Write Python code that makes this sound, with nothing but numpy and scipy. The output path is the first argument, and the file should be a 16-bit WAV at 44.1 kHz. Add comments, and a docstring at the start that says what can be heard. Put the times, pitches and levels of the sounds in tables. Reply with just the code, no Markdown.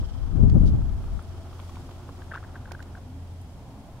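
"""On a frozen lake shore a gust buffets the two ports of a hand-held camera while its lens motor whirs.
The body clicks once early on; the gust, turbulent noise, dies away after a second; the ice adds damped
ticks and tinkles. A sleeve rustles as shaped noise, and low gliding blips rise softly from the ice sheet;
past two seconds the grip creaks by stick-slip and the body clicks again. The motor stops after three
seconds, and far traffic swells at the end. Beneath it all lie open-air hush, hiss and an engine drone of
slightly wavering sines that slowly swells and fades."""
import sys
import numpy as np
from scipy import signal
from scipy.fft import rfft, irfft, next_fast_len
from scipy.io import wavfile
from scipy.ndimage import uniform_filter1d, map_coordinates

SR = 44100
rng = np.random.default_rng(int(sys.argv[2]) if len(sys.argv) > 2 else 0)


def wrap_up_sound(samples):
    """Save the sound to the file named by the first command line argument, as 16-bit audio."""
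    columns = np.atleast_2d(samples).T
    # keep every value between -1 and 1, then stretch to whole-number steps
    tamed = np.clip(columns, -1, 1)
    steps = np.round(tamed * 32767).astype(np.int16)
    wavfile.write(sys.argv[1], SR, steps)


N = 176400  # samples: 4 s


def amp(db):
    """Level to amplitude: 20 dB is a factor of ten."""
    return 10 ** (np.asarray(db) / 20)


def unit(x):
    """Normalization: scale to an rms of 1 over all channels."""
    return x / np.sqrt(np.mean(x ** 2) + 1e-20)


def clock():
    """Sampling: the time of each sample [s]."""
    return np.arange(N) / SR


def sine(hz, t, phase=0):
    """Simple harmonic motion with an added phase [rad]."""
    return np.sin(2 * np.pi * hz * t + phase)


def along(points, hz):
    """Interpolation of (frequency [Hz], value) points on a logarithmic frequency axis."""
    f, v = np.transpose(points)
    return np.interp(np.log(hz + 1), np.log(f + 1), v)


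def curve(points):
    """Linear interpolation of (time [s], value) points, one value per sample."""
    return np.interp(clock(), *np.transpose(points))


def wobble(rate):
    """Band-limited fluctuation: a smooth random curve with rate knots a second."""
    return map_coordinates(rng.standard_normal(8192), [clock() * rate + 4], mode="wrap")


def filtered(x, response):
    """Linear filtering: multiply the spectrum by a response of frequency."""
    m = next_fast_len(N + 8192)
    hz = np.fft.rfftfreq(m, 1 / SR)
    return irfft(rfft(x, m) * response(hz), m)[..., :N]


def rush(spectrum, alike):
    """Partly coherent stereo noise of rms 1; alike is a coherence or (frequency [Hz], coherence) points."""
    def mid_side_gains(hz):
        coherence = along(alike, hz) if np.ndim(alike) else alike + 0 * hz
        angle = np.arccos(np.clip(coherence, -1, 1)) / 2
        return amp(along(spectrum, hz)) * [np.cos(angle), np.sin(angle)]

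    mid, side = filtered(rng.standard_normal((2, N)), mid_side_gains)
    return unit(np.array([mid + side, mid - side]))


def band(hz, octaves):
    """Band-pass noise: independent channels around one frequency, joint rms 1."""
    def response(f):
        return 1 / (1 + (np.log2((f + 1) / hz) / octaves) ** 4)

    return unit(filtered(rng.standard_normal((2, N)), response))


def pan(db):
    """Interaural level difference: left and right gains, positive toward the left."""
    return amp([[db / 2], [-db / 2]])


def burst(s, hold, t60, attack=0.0008):
    """Transient envelope: exponential attack, hold, then a release of 60 dB in t60 seconds."""
    t = np.maximum(clock() - s, 0)
    release = np.log(1000) * np.maximum(t - hold, 0) / t60
    return (1 - np.exp(-t / attack)) * np.exp(-np.minimum(release, 40))


def swell(s, length):
    """Gaussian envelope around time s, with length as its standard deviation [s]."""
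    return np.exp(-np.minimum(((clock() - s) / length) ** 2 / 2, 40))


def eddies(spectrum, steady_s):
    """Turbulence: noise incoherent between ports, its power evened out over about steady_s."""
    x = rush(spectrum, 0)
    width = max(int(steady_s * SR), 2)
    power = np.abs(signal.hilbert(x)) ** 2 / 2
    for _ in range(2):
        power = uniform_filter1d(power, width, axis=1)
    return unit(x / np.sqrt(np.abs(power) + 0.08))  # the floor keeps lulls from being overamplified


# wind strength at each port: (time [s], relative level [dB])
WIND_LEFT = [(0, -24), (.05, -24), (.09, -30.5), (.2, -26.5), (.29, -24), (.38, -17), (.43, -12),
             (.51, -15.5), (.56, -12), (.7, -16), (.77, -22), (.85, -20.5), (.96, -24), (1.01, -34),
             (1.1, -28), (1.18, -24.5), (1.22, -45), (1.3, -37), (1.45, -47), (4, -65)]
WIND_RIGHT = [(0, -23.5), (.1, -40), (.19, -36.5), (.35, -33.5), (.42, -22), (.52, -18.5), (.59, -20),
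              (.66, -20.5), (.77, -21.5), (.91, -29.5), (.97, -28.5), (1.12, -32), (1.17, -49),
              (1.45, -54.5), (4, -60)]
# spectra of the low rumble and the higher flapping: (frequency [Hz], relative density [dB per Hz])
RUMBLE_SPECTRUM = [(15, -7.5), (35, 1.5), (60, 3), (100, -4.5), (150, -19), (250, -21.5), (400, -53),
                   (1000, -72), (3000, -84)]
FLAP_SPECTRUM = [(40, -26.5), (90, -3), (130, 0.5), (165, -0.5), (230, -11), (320, -15.5), (450, -26),
                 (700, -34.5), (1200, -48), (2500, -79), (6000, -83)]
# single buffets within the gust: (time [s], rumble change [dB], flapping change [dB])
BUFFETS = [(.235, 5, 0), (.357, 0, 5), (.41, 3, -2), (.443, 0, 5), (.55, 1, 4), (.6, 2, -4), (.652, 3, 1),
           (.71, 3, 2), (.745, 0, 11), (.8, 0, 9), (1.135, 4, 7)]
BUFFET_S = 0.012
RUMBLE_DB, FLAP_DB = -0.5, -4.5
FLAP_PIVOT_DB, FLAP_GROWTH = -13.5, 2.04  # growth in dB per dB of wind strength, about the pivot


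def wind():
    """Nonlinear flow noise: flapping grows faster than rumble; each buffet reshapes one or both."""
    strength_db = np.array([curve(WIND_LEFT), curve(WIND_RIGHT)])
    rumble_change_db = sum(change * swell(s, BUFFET_S) for s, change, _ in BUFFETS)
    flap_change_db = sum(change * swell(s, BUFFET_S) for s, _, change in BUFFETS)
    flutter_db = 2.7 * np.array([wobble(110.3), wobble(109.6)])
    rumble_db = strength_db + rumble_change_db + RUMBLE_DB
    flap_db = FLAP_PIVOT_DB + FLAP_GROWTH * (strength_db - FLAP_PIVOT_DB)
    flap_db = flap_db + flap_change_db + flutter_db + FLAP_DB
    rumble = amp(rumble_db) * eddies(RUMBLE_SPECTRUM, steady_s=0.027)
    flapping = amp(flap_db) * eddies(FLAP_SPECTRUM, steady_s=0.029)
    return rumble + flapping


# running of the whir: (time [s], relative level [dB])
MOTOR_RUN = [(0, 1), (1.5, 1), (2.95, 1.5), (3.05, -8), (4, -46)]
# spectra of the whir and the gear chatter: (frequency [Hz], relative density [dB per Hz])
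WHIR_SPECTRUM = [(150, -35), (350, 11.5), (460, -3), (700, 4.5), (1000, 0.5), (1350, -0.5), (1900, -15),
                 (3000, -20), (6000, -28), (15000, -55)]
CHATTER_SPECTRUM = [(1500, -24), (2700, -11), (3200, 5), (3900, -13), (5100, -2.5), (6500, -12),
                    (14000, -36)]
# chatter strength before modulation and panning: (time [s], level [dB])
CHATTER_LEVEL = [(0, -59.5), (.4, -69), (.8, -68), (1.05, -69.5), (1.3, -67), (2.2, -69.5), (3, -74),
                 (3.5, -71), (4, -81)]
# faint motor tones: (start [s], end of hold [s], frequency [Hz], mean level [dB])
MOTOR_TONES = [(-.1, 1.48, 657, -59.5), (.95, 2.3, 355.7, -57.5), (.95, 1.55, 386.6, -60)]
WHIR_DB = -56
CHATTER_HZ, CHATTER_PEAK_S, CHATTER_DEPTH = 22.65, 0.0085, 0.56


def lens_motor():
    """Amplitude modulation: rough whir and wavering tones, with gear chatter that swells once a turn."""
    t = clock()
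    whir = amp(WHIR_DB + curve(MOTOR_RUN) + 2.5 * wobble(60)) * rush(WHIR_SPECTRUM, 0.79)
    turn = 1 + CHATTER_DEPTH * np.cos(2 * np.pi * CHATTER_HZ * (t - CHATTER_PEAK_S))
    # negative coherence: the two channels partly oppose each other
    chatter = amp(curve(CHATTER_LEVEL)) * turn * rush(CHATTER_SPECTRUM, -0.37) * pan(db=-4.5)
    tones = np.zeros(N)
    for start, end, hz, db in MOTOR_TONES:
        envelope = burst(start, end - start, t60=0.42, attack=0.019)
        tones += amp(db + 3.4 * wobble(3.1)) * envelope * sine(hz, t, 0.3 * wobble(16))
    return whir + chatter + tones


# slips of the grip:
# (time [s], relative level [dB], frequency [Hz], nominal length [s], grit level over the tone [dB])
CREAKS = [(2.2185, -43, 1570, .005, -12), (2.3105, -44, 1550, .004, -20), (2.3152, -31, 1680, .003, -28),
          (2.319, -33, 1620, .005, -26), (2.3265, -41, 1500, .002, -12), (2.336, -33, 1330, .005, -25),
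          (2.3408, -35, 1400, .004, -12), (2.3478, -32, 1400, .003, -17), (2.3522, -30.5, 1520, .004, -23),
          (2.3586, -34, 1100, .003, -10), (2.3665, -42, 1400, .003, -22), (2.3708, -37, 1600, .003, -26),
          (2.3744, -33, 1550, .004, -27), (2.3815, -40, 1550, .002, -16), (2.428, -42, 1260, .004, -20),
          (2.4375, -42, 1600, .002, -14), (2.445, -44, 1550, .005, -22), (2.555, -39, 1560, .005, -24),
          (2.5615, -41, 1600, .004, -24), (2.655, -41, 1590, .005, -22), (2.674, -46, 1550, .004, -22),
          (2.7098, -41, 1540, .005, -22), (2.733, -45, 1500, .004, -22), (2.7485, -36, 1540, .005, -26),
          (2.7925, -42, 1520, .003, -22), (2.803, -38.5, 1530, .005, -24), (2.9505, -40, 1520, .005, -24),
          (2.973, -46, 1480, .005, -20)]
# dull body and bright crack of small solid knocks, also played by the ice,
# then the rattling case: (frequency [Hz], relative density [dB per Hz])
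KNOCK_BODY = [(200, -8), (600, 6.5), (1000, 5), (1450, 0), (2100, -36), (6000, -56)]
KNOCK_CRACK = [(800, -20), (2000, 2), (3300, 6), (4500, -7), (7000, -16), (15000, -28)]
RATTLE_SPECTRUM = [(200, -12), (450, 2), (950, 3.5), (1300, 0), (1900, 4), (2600, -15), (3600, -21),
                   (4600, -29), (12000, -42)]
CREAK_DB, CREAK_KNOCK_DB, CREAK_PAN_DB = 0.5, -13, 2
CREAK_ATTACK_S, CREAK_T60_S, CREAK_HOLD = 0.0008, 0.007, 0.8  # hold: share of the nominal length
CREAK_ROUGH_RAD = 0.42  # scales the random phase
RATTLE_DB, RATTLE_T60_S = -23, 0.083


def creaks():
    """Stick-slip friction: each slip sings briefly near a resonance, with knock, grit and case rattle."""
    tone, grip, grit, rattle = np.zeros((4, N))
    for s, db, hz, length, grit_db in CREAKS:
        slip = burst(s, length * CREAK_HOLD, CREAK_T60_S, attack=CREAK_ATTACK_S)
        envelope = amp(db + CREAK_DB) * slip
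        tone += envelope * sine(hz, clock() - s, CREAK_ROUGH_RAD * wobble(700))
        grip += envelope
        grit += amp(grit_db) * envelope
        rattle += amp(db + RATTLE_DB) * burst(s, 0, RATTLE_T60_S)
    rough_tone = tone * amp(0.72 * wobble(600))
    gritty = grit * rush(KNOCK_CRACK, 0.2)
    knock = amp(CREAK_KNOCK_DB) * grip * rush(KNOCK_BODY, 1.0)
    return (rough_tone + gritty + knock) * pan(db=CREAK_PAN_DB) + rattle * rush(RATTLE_SPECTRUM, 0.6)


# clicks of the camera body, levels before panning:
# (time [s], snap level [dB], thump level before doubling [dB], left over right [dB])
CLICKS = [(0.497, -45, -59, -2), (2.7178, -41.5, -28.5, -8.5), (2.825, -47.5, -48, -9.5)]
# bright snap: (frequency [Hz], relative density [dB per Hz])
SNAP_SPECTRUM = [(300, -4), (1000, 0), (2500, 2), (4500, -1.5), (7500, -8), (11000, -13.5), (15000, -14)]
SNAP_HOLD_S, SNAP_T60_S = 0.0035, 0.012
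THUMP_HZ, THUMP_T60_S = 780, 0.0045


def clicks():
    """Impact excitation: a heavily damped sine thumps together with a short bright noise snap."""
    out, noise = np.zeros((2, N)), rush(SNAP_SPECTRUM, 0.041)
    for s, snap_db, thump_db, pan_db in CLICKS:
        thump_envelope = burst(s, 0, THUMP_T60_S, attack=0.0001)
        thump = 2 * amp(thump_db) * thump_envelope * sine(THUMP_HZ, clock() - s)
        snap = amp(snap_db) * burst(s, SNAP_HOLD_S, SNAP_T60_S) * noise
        out += pan(db=pan_db) * (thump + snap)
    return out


# cloth noise: (frequency [Hz], relative density [dB per Hz])
RUSTLE_SPECTRUM = [(300, -4), (1000, -3), (2000, -2), (4500, -1.5), (7000, -4.5), (11000, -10),
                   (15500, -15)]
# strength of the rustle: (time [s], mean level [dB])
RUSTLE_LEVEL = [(0, -74), (.8, -73), (1.02, -65), (1.45, -65), (1.65, -59.5), (1.87, -61), (2.05, -65.5),
                (2.2, -63.5), (2.55, -70.5), (3.1, -77), (4, -80)]
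# quick brushes: (centre [s], standard deviation [s], level [dB], centre frequency [Hz], width [octaves])
BRUSHES = [(.678, .016, -52, 4200, .6), (.668, .022, -63, 10000, .5)]


def sleeve():
    """Friction noise: cloth gives a grainy wide-band rustle with a few quick band-pass brushes."""
    rustle = amp(curve(RUSTLE_LEVEL) + 1.4 * wobble(250)) * rush(RUSTLE_SPECTRUM, 0.056)
    brushes = sum(amp(db) * swell(s, length) * band(hz, octaves) for s, length, db, hz, octaves in BRUSHES)
    return rustle + brushes


# dry ticks: (time [s], knock level [dB], knock frequency [Hz], bright crack level [dB])
TICKS = [(.893, -46, 1250, -55), (1.04, -42, 1300, -55), (1.192, -38, 1300, -58), (1.529, -40, 1150, -54),
         (1.593, -37, 1050, -51), (1.599, -43, 1400, -46), (1.694, -36, 1050, -52), (1.756, -48, 1500, -47),
         (1.768, -37, 1050, -60), (1.891, -43, 1200, -60), (1.911, -40, 1000, -49), (2.091, -34, 1050, -54)]
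# low blips of the sheet: (centre [s], standard deviation [s], level [dB], frequency at centre [Hz])
BLIPS = [(1.857, 0.056, -48, 257), (2.137, 0.065, -52, 271.6), (2.266, 0.072, -55.5, 259.4),
         (2.66, 0.042, -50.5, 214), (2.799, 0.04, -52.5, 265), (3.124, 0.051, -45, 262.6),
         (3.747, 0.057, -47.5, 272), (3.78, 0.032, -45.5, 212.3)]
# tiny high ticks of ice crystals: (time [s], level [dB], centre frequency [Hz])
TINKLES = [(1.223, -52, 10500), (1.378, -58, 9700), (1.697, -58, 6200), (2.98, -55, 5400),
           (3.414, -53, 9900)]
TICK_T60_S, TICK_RING_T60_S, TICK_SCUFF_DB = 0.026, 0.018, -2.5  # scuff level over the knock
BLIP_GLIDE_HZ_PER_S, BLIP_ROUGH_RAD = 123, 0.75
TINKLE_T60_S, TINKLE_OCTAVES = 0.032, 0.3


def ice():
    """Damped resonance and gliding tones: dry ticks and tinkles die fast; wavering low blips rise in pitch."""
    knock, scuff, crack, blips = np.zeros((4, N))
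    for s, db, hz, crack_db in TICKS:
        knock += amp(db) * burst(s, 0, TICK_RING_T60_S) * sine(hz, clock() - s)
        envelope = burst(s, 0, TICK_T60_S, attack=0.00049)
        scuff += amp(db + TICK_SCUFF_DB) * envelope
        crack += amp(crack_db) * envelope
    for s, length, db, hz in BLIPS:
        t = clock() - s
        mean_hz = hz + BLIP_GLIDE_HZ_PER_S * t / 2  # half the glide, since phase integrates frequency
        blips += amp(db) * swell(s, length) * sine(mean_hz, t, BLIP_ROUGH_RAD * wobble(50))
    tinkles = np.zeros((2, N))
    for s, db, hz in TINKLES:
        tinkles += amp(db) * burst(s, 0, TINKLE_T60_S, attack=0.002) * band(hz, TINKLE_OCTAVES)
    ticks = knock + scuff * rush(KNOCK_BODY, 0.95) + crack * rush(KNOCK_CRACK, 0.2024)
    return ticks + tinkles + blips


# spectra of hush, far traffic and microphone hiss: (frequency [Hz], relative density [dB per Hz])
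HUSH_SPECTRUM = [(20, -4.5), (45, 0), (65, 2.5), (120, 1.5), (170, -6.5), (270, -7.5), (340, -16),
                 (450, -17.5), (800, -17.5), (1100, -23.5), (1700, -33), (2500, -45), (6000, -62)]
TRAFFIC_SPECTRUM = [(300, -21), (600, -2), (780, -1.5), (1000, -7.5), (1600, -33), (4000, -57)]
HISS_SPECTRUM = [(300, 0), (2000, 0.5), (3200, -0.5), (5000, -3.5), (10000, -8), (15500, -15)]
# left-right likeness of the hush: (frequency [Hz], coherence [-1 to 1])
HUSH_COHERENCE = [(30, 0.88), (80, 0.94), (400, 0.97), (1000, 0.75), (2000, 0.39), (4000, .1)]
# strength of the traffic: (time [s], level [dB])
TRAFFIC_LEVEL = [(0, -84), (3.35, -66), (3.65, -57), (4, -57)]
# engine partials: (frequency [Hz], mean level before the swell [dB])
ENGINE_PARTIALS = [(43, -51.5), (60, -64.5), (86.1, -40.5)]
# swell of the engine: (time [s], gain [dB])
ENGINE_SWELL = [(0, -9), (1.3, 2), (1.8, 2), (2.6, -0.5), (3.4, 1), (3.65, -5.5), (4, -10)]
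HUSH_DB, HISS_DB = -43.5, -61


def background():
    """Superposition: diffuse hush, coherent far traffic, wavering engine partials and incoherent hiss."""
    hush = amp(HUSH_DB + 0.61 * wobble(6.84)) * rush(HUSH_SPECTRUM, HUSH_COHERENCE)
    traffic = amp(curve(TRAFFIC_LEVEL)) * rush(TRAFFIC_SPECTRUM, 1.0)
    drone = np.zeros(N)
    for hz, db in ENGINE_PARTIALS:
        drone += amp(db + 0.5 * wobble(12)) * sine(hz, clock(), 0.33 * wobble(7.2))
    engine = amp(curve(ENGINE_SWELL)) * drone
    hiss = amp(HISS_DB) * rush(HISS_SPECTRUM, 0)
    return hush + traffic + engine + hiss


def scene():
    """Linear superposition: all sources add at the two ports."""
    return wind() + lens_motor() + creaks() + clicks() + sleeve() + ice() + background()


TOP_HZ = 15750


def record(dry):
    """Band limitation: the camera keeps nothing at or above its upper frequency limit."""
    return filtered(dry, lambda hz: hz < TOP_HZ)


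dry = scene()
out = record(dry)
wrap_up_sound(out)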